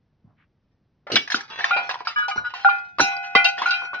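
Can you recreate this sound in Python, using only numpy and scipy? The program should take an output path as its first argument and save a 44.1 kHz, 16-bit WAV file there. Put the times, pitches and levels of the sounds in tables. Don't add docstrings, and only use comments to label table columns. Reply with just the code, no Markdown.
import sys
import numpy as np
from scipy import signal
from scipy.fft import rfft, irfft, next_fast_len
from scipy.io import wavfile
from scipy.ndimage import uniform_filter1d, minimum_filter1d

SR = 44100
rng = np.random.default_rng(int(sys.argv[2]) if len(sys.argv) > 2 else 0)


def pcm_store(signal):
    levels = np.round(np.clip(np.atleast_2d(signal), -1, 1) * 32767)
    wavfile.write(sys.argv[1], SR, levels.astype(np.int16).T)


N = 4 * SR
WIDTH, PHASE_SPREAD_RAD = 0.35, 0.66


def amp(db):
    return 10 ** (np.asarray(db) / 20)


def unit(x):
    return x / np.sqrt(np.mean(x ** 2) + 1e-20)


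def along(points, hz):
    f, v = np.transpose(points)
    return np.interp(np.log(hz + 1e-9), np.log(f), v)


def fade(t, t60):
    return np.exp(-np.log(1000) * t / np.maximum(t60, .002))


def rise(t, attack_s):
    return 1 - np.exp(-t / max(attack_s, 1e-4))


def filtered(x, response):
    n = x.shape[-1]
    m = next_fast_len(n + 4096)
    return irfft(rfft(x, m) * response(np.fft.rfftfreq(m, 1 / SR)), m)[..., :n]


def noise(size, shape_db, width):
    mid, side = filtered(rng.standard_normal((2, size)), lambda hz: amp(shape_db(hz)))
    return unit(np.array([mid + width * side, mid - width * side]))


def add(out, start_s, sound):
    i = max(round(start_s * SR), 0)
    out[:, i:i + sound.shape[1]] += sound[:, :max(N - i, 0)]


def ring(hz, envelopes, t, slip_rad=0):
    start = rng.uniform(0, 2 * np.pi, len(hz))
    turn = PHASE_SPREAD_RAD * rng.standard_normal(len(hz))
    phase = (2 * np.pi * np.outer(hz, t) + start[:, None] + slip_rad).astype(np.float32)
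    mid = np.cos(turn) @ (envelopes * np.sin(phase))
    side = np.sin(turn) @ (envelopes * np.cos(phase))
    return np.array([mid + side, mid - side])


# f/Hz, level/dB
AIR_SPECTRUM = [(25, -4), (140, -1), (400, -16.5), (1100, -27.5), (6000, -42), (14000, -84)]


def air():
    return amp(-68) * noise(N, lambda hz: along(AIR_SPECTRUM, hz), width=0.083)


# t/s, level/dB, sigma/s, centre f/Hz
SCUFFS = [(.3, -72, 0.034, 810), (0.414, -66, 0.024, 1630)]


def scuffs():
    out, t = np.zeros((2, N)), np.arange(N) / SR
    for at_s, db, sigma_s, centre_hz in SCUFFS:
        rub = noise(N, lambda hz: -13 * np.log2((hz + 1) / centre_hz) ** 2, WIDTH)
        out += amp(db) * np.exp(-.5 * ((t - at_s) / sigma_s) ** 2) * rub
    return out


# t/s, level/dB
GRIND_LEVELS = [(1.04, -100), (1.12, -33.5), (1.25, -63), (1.369, -44), (1.469, -52.5), (1.6, -30.5),
                (1.86, -46.5), (2.12, -43), (2.749, -46), (2.949, -69.5), (3.101, -38), (3.271, -50.5),
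                (3.68, -45), (4, -44)]
# f/Hz, level/dB
CRUMB_SPECTRUM = [(40, -12), (120, -13.5), (800, -4), (1600, -4.5), (2600, -7), (5500, -14.5), (12000, -31)]


def grinding(ticks_per_s=230, clumps_per_s=60, modes=30):
    clock, t = np.arange(N) / SR, np.arange(SR // 3) / SR
    clumps = np.interp(clock * clumps_per_s, np.arange(N), rng.exponential(size=N)) ** 2
    crushed = rng.random(N) < ticks_per_s / SR * clumps / clumps.mean()
    ticks = crushed * amp(4 * np.minimum(rng.exponential(size=N), 2))
    weight = amp(np.interp(clock, *np.transpose(GRIND_LEVELS)))
    pressed = unit(ticks * rng.choice([-1, 1], N)) * weight
    out, block = np.zeros((2, N)), SR // 10
    for i in range(0, N, block):
        hz = 800 * 8 ** ((np.arange(modes) + rng.random(modes)) / modes)
        gains = np.sqrt(hz) * amp(5 * rng.uniform(-2, 1, modes))
        shards = ring(hz, gains[:, None] * fade(t, t60=.12), t)
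        crunch = noise(len(t), np.zeros_like, WIDTH) * fade(t, t60=0.012)
        response = np.pad(unit(shards) + amp(-4) * unit(crunch), ((0, 0), (128, 0)))
        response = filtered(response, lambda f: amp(along(CRUMB_SPECTRUM, f)))
        response /= np.linalg.norm(response[0])
        add(out, i / SR, signal.fftconvolve(pressed[None, i:i + block], response, axes=1))
    return out


# t/s, relative level/dB, centre f/Hz, t60/s
THUDS = [(0.243, -56.5, 136, 0.39), (1.116, -33, 330, 0.14), (1.136, -32, 253, 0.2),
         (1.343, -36.5, 256, 0.17), (2.359, -43.5, 298, 0.084), (2.378, -46.5, 80, 0.18),
         (2.999, -22.5, 378, 0.029), (3.01, -30.5, 195.6, 0.088), (3.353, -19, 367, 0.039)]
# f/centre, level/dB
THUD_SPECTRUM = [(.1, -34), (1, -1), (1.6, -3.5), (3, -29), (16, -93)]


def soles():
    out, t = np.zeros((2, N)), np.arange(SR // 2) / SR
    for at_s, db, centre_hz, t60 in THUDS:
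        thud = noise(len(t), lambda hz: along(THUD_SPECTRUM, hz / centre_hz), width=0.049)
        envelope = fade(t, t60) * rise(t, attack_s=0.00061)
        add(out, at_s, amp(db + 5) * unit(thud * envelope) * np.sqrt(np.mean(envelope ** 2)))
    return out


def rattle(t, modes, rate_hz=61):
    knots = rng.standard_normal((modes, 400))
    flutter = np.array([np.interp(t * rate_hz, np.arange(len(row)), row) for row in knots])
    return fade(t, t60=0.4) * flutter


def china(modes, blows, chokes_s=(), choke_db=6.5, choke_ramp_s=0.0071, focus_oct=0.089):
    out, t = np.zeros((2, N)), np.arange(SR * 4 // 5) / SR
    hz, mode_db, t60 = np.transpose(modes)
    for at_s, db, tilt, focus_hz, boost_db, t60_factor in blows:
        focus_db = boost_db * np.exp(-.5 * (np.log2(hz / focus_hz) / focus_oct) ** 2)
        scatter_db = 1.5 * rng.standard_normal(len(hz))
        gains = amp(db + mode_db + tilt * np.log2(hz / 2000) + focus_db + scatter_db)
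        envelopes = gains[:, None] * fade(t, t60_factor * t60[:, None]) * (1 + 0.55 * rattle(t, len(hz)))
        ringing = ring(hz, envelopes, t, slip_rad=.5 * rattle(t, len(hz)))
        pinned = sum(np.clip((at_s + t - s) / choke_ramp_s, 0, 1) for s in chokes_s if s > at_s)
        edges = rise(t, 0.004) * rise(t[-1] - t, .05)
        add(out, at_s, ringing * amp(-choke_db * pinned) * edges)
    return out


# f/Hz, level/dB, t60/s
FIRST_MODES = [(1760, -4, .11), (2280, -7, .22), (2747, -4, .24), (3045, 5, .09), (3390, -2, .13),
               (3790, -1, .09), (4934, -3, .08)]
# t/s, level/dB, tilt/(dB/oct), focus f/Hz, boost/dB, t60 factor
FIRST_CRACK = [(1.16, -14, 0.025, 3045, 1, 0.72)]


def first_plate():
    return china(FIRST_MODES, FIRST_CRACK)


# f/Hz, level/dB, t60/s
PIECE_MODES = [(940, -1.5, 0.19), (1232, 7.5, 0.5), (1455, 6.5, 0.33), (1666, 5, 0.15), (2326, 2.5, 0.21),
               (2960, -4, 0.79), (3920, -14, 0.72), (4990, -19.5, 0.39)]
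# t/s, level/dB, tilt/(dB/oct), focus f/Hz, boost/dB, t60 factor
PIECE_BLOWS = [(2.072, -34, 7.5, 5020, 18, 0.3), (2.159, -33.5, -4, 1696, 13, 1.96),
               (2.225, -47.5, 7, 1466, 22.3, 2.5), (2.311, -30, -1, 2263, 4.9, 0.24),
               (2.376, -42.5, 7.5, 1466, 22, 0.74), (2.44, -39.5, 3.5, 1466, 12, 0.95)]


def rocking_piece():
    return china(PIECE_MODES, PIECE_BLOWS, chokes_s=(2.262, 2.393, 2.484))


# f/Hz, level/dB, t60/s
PLATE_MODES = [(712.6, -13.5, 1.87), (795, -4.5, 0.93), (1416, -2, 0.81), (1472, -0.5, 1.13),
               (2037, -4.5, 0.92), (2394, 5, 0.48), (2532, -1.5, 1.2), (2758, 12.5, 0.13), (3137, -2, 0.6),
               (3770, 1, 0.18), (4000, 2, 0.28), (4770, -4, 0.23), (5550, -25.5, 0.57)]
# t/s, level/dB, tilt/(dB/oct), focus f/Hz, boost/dB, t60 factor
PLATE_BLOWS = [(1.708, -28, -8, 1337, 17, 0.32), (1.728, -39, -1, 2626, 15, 0.39),
               (1.764, -34.5, 1, 832, 10, 0.57), (2.283, -37, -14.5, 689, -3, 0.13),
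               (2.546, -48.5, -7, 2867, 19, 0.61), (2.647, -36, -4, 823, 24.5, 0.31),
               (2.652, -37.5, -6, 1397, 24.5, 0.46), (2.69, -37.5, -4.5, 2170, 20.5, 0.45),
               (3.004, -29, -6, 5700, 14, 1.38), (3.351, -18, 0.5, 2080, 14.5, 0.37),
               (3.356, -43.5, -15.5, 1531, 29.5, 0.32), (3.447, -26.5, 0, 728, 18, 0.72),
               (3.657, -38, -6, 1413, 19.5, 0.91), (3.706, -39, 10, 2500, 9.5, 0.72),
               (3.738, -40.5, 10.5, 1438, 24.5, 0.47), (3.944, -47, -3, 1529, 23, 0.69)]


def large_plate():
    return china(PLATE_MODES, PLATE_BLOWS, chokes_s=(3.5,))


def knock(t, hz, peak_s=0.0012, tail_gain=0.34):
    swell = t / peak_s * np.exp(1 - t / peak_s)
    tail = tail_gain * fade(t, t60=0.06) * rise(t, peak_s)
    return np.sin(2 * np.pi * hz * t) * (swell + tail) / (1 + tail_gain)


# f/Hz, level/dB
CLATTER_SPECTRUM = [(100, -22.5), (300, -8.5), (600, -1), (1400, 4), (2500, 1), (4000, -2.5), (5800, -8.5),
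                    (12000, -18.5)]


def clatter(t, tilt, t60, count=64, attack_s=0.00083):
    def colour_db(hz):
        return along(CLATTER_SPECTRUM, hz) + tilt * np.log2(np.clip(hz, 500, 6000) / 2000)

    hz = 700 + 11000 * ((np.arange(count) + rng.random(count)) / count) ** 2
    gains = amp(colour_db(hz) + 9 * rng.uniform(-1.7, 1, count))
    gains /= np.linalg.norm(gains)
    delay_s = .4 * t60 * rng.random((count, 1)) ** 4
    age_s = np.maximum(t - delay_s, 0)
    decays = gains[:, None] * fade(delay_s, 2 * t60) * fade(age_s, 0.64 * t60)
    splinters = ring(hz, np.sqrt(2) * decays * np.minimum(age_s / attack_s, 1), t)
    grit = noise(len(t), colour_db, WIDTH) * fade(t, t60) * rise(t, attack_s)
    return amp(1.5) * splinters + amp(-6.5) * grit


# t/s, knock f/Hz, knock level/dB, clatter level/dB, clatter tilt/(dB/oct), clatter t60/s
CLACKS = [(1.068, 595, -31, -37, -4, 0.2), (1.101, 562, -25, -31, -2, 0.13),
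          (1.118, 518, -26, -24.5, 9.5, 0.28), (1.142, 2210, -30.5, -31, 9, .15),
          (1.157, 3990, -9.5, -10.5, 7, 0.048), (1.164, 1586, -12.5, -17, 3, 0.05),
          (1.171, 3066, -12, -20, 5.5, .07), (1.276, 1698, -27.5, -31, 4, 0.066),
          (1.301, 1720, -22, -27, 5, 0.18), (1.319, 1706, -16.5, -19.5, 7, 0.07),
          (1.344, 1437, -10, -21, 8, 0.14), (1.407, 1665, -26.5, -35.5, 12, 0.082),
          (1.593, 1590, -25.5, -30.5, 0, 0.14), (1.607, 1740, -18.5, -34.5, -1, 0.58),
          (1.642, 1815, -9, -20, 1, 0.085), (1.708, 1230, -14.5, -23.5, -3.5, 0.044),
          (1.764, 572, -24, -26.5, -4.5, 0.32), (1.892, 1020, -26, -23, -1.5, 0.13),
          (1.91, 1020, -23.5, -26.5, 3.5, 0.074), (1.942, 952, -22, -31, 0, 0.082),
          (1.956, 981, -24.5, -42, -10.5, 0.067), (2.006, 990, -24.5, -32.5, -12.5, 0.062),
          (2.071, 1344, -14.5, -27.5, 2.5, 0.2), (2.282, 882, -23, -28, 5, 0.13),
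          (2.36, 870, -27.5, -42, -15, 0.41), (2.538, 1034, -23, -37.5, 1.5, 0.49),
          (2.647, 1450, -9, -32, -1.5, 0.097), (2.688, 1204, -12.5, -35.5, -3.5, 0.38),
          (2.985, 1178, -19, -23, -2, 0.1), (2.995, 956, -12, -12, -3, 0.07),
          (3.003, 1435, -4, -14, 21.5, 0.18), (3.166, 4870, -30, -43, -10, 0.081),
          (3.351, 1128, -3.5, -13, 3, 0.09), (3.444, 830, -27.5, -17, 11.5, .14),
          (3.579, 1750, -24, -29, 0, 0.37), (3.618, 1032, -13.5, -23.5, -1, 0.15),
          (3.66, 1086, -25, -31, 4.5, 0.33), (3.707, 4680, -20.5, -28, 5.5, 0.12),
          (3.741, 2830, -26.5, -37.5, 1.5, 0.052), (3.82, 1070, -29.5, -36.5, -6, 0.15),
          (3.932, 1140, -24.5, -31.5, -7, 0.18)]


def clacks():
    out, t = np.zeros((2, N)), np.arange(SR // 4) / SR
    for at_s, knock_hz, knock_db, clatter_db, tilt, t60 in CLACKS:
        add(out, at_s, amp(knock_db) * knock(t, knock_hz) + amp(clatter_db) * clatter(t, tilt, t60))
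    return out


def left_lead(hz, lag_s=.00009, max_rad=3.76):
    lead_rad = max_rad * np.tanh(2 * np.pi * hz * lag_s / max_rad)
    return np.exp(.5j * lead_rad * np.array([[1], [-1]]))


# f/Hz, t60/s
WALL_DECAY = [(1500, 0.27), (12000, 0.24)]


def walls(x):
    hz, t, spectrum = signal.stft(rng.standard_normal((2, SR // 2)), SR, nperseg=256)
    _, tail = signal.istft(spectrum * fade(t, along(WALL_DECAY, hz)[:, None]), SR, nperseg=256)
    tail *= rise(np.arange(tail.shape[1]) / SR, attack_s=0.0023)
    return signal.fftconvolve(x, tail / np.linalg.norm(tail[0]), axes=1)[:, :N]


def scene():
    plates = large_plate() + rocking_piece() + first_plate()
    near = filtered(clacks() + plates + soles() + grinding(), left_lead)
    return near + amp(-14) * walls(near) + air() + scuffs()


# f/Hz, level/dB
MIC_RESPONSE = [(20, -7.5), (100, 1.5), (4000, 3), (5700, 2.5), (6500, -7), (7700, -20.5), (9000, -22.5),
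                (12000, -20), (14000, -51.5)]
CEILING, BAND_LIMIT_HZ = .9, 13900


def record(dry):
    x = filtered(dry, lambda hz: amp(along(MIC_RESPONSE, hz)))
    needed_gain = np.minimum(1, CEILING / (np.abs(x).max(axis=0) + 1e-9))
    gain = uniform_filter1d(minimum_filter1d(needed_gain, size=200), size=150)
    return filtered(x * gain, lambda hz: hz < BAND_LIMIT_HZ)


dry = scene()
out = record(dry)
pcm_store(out)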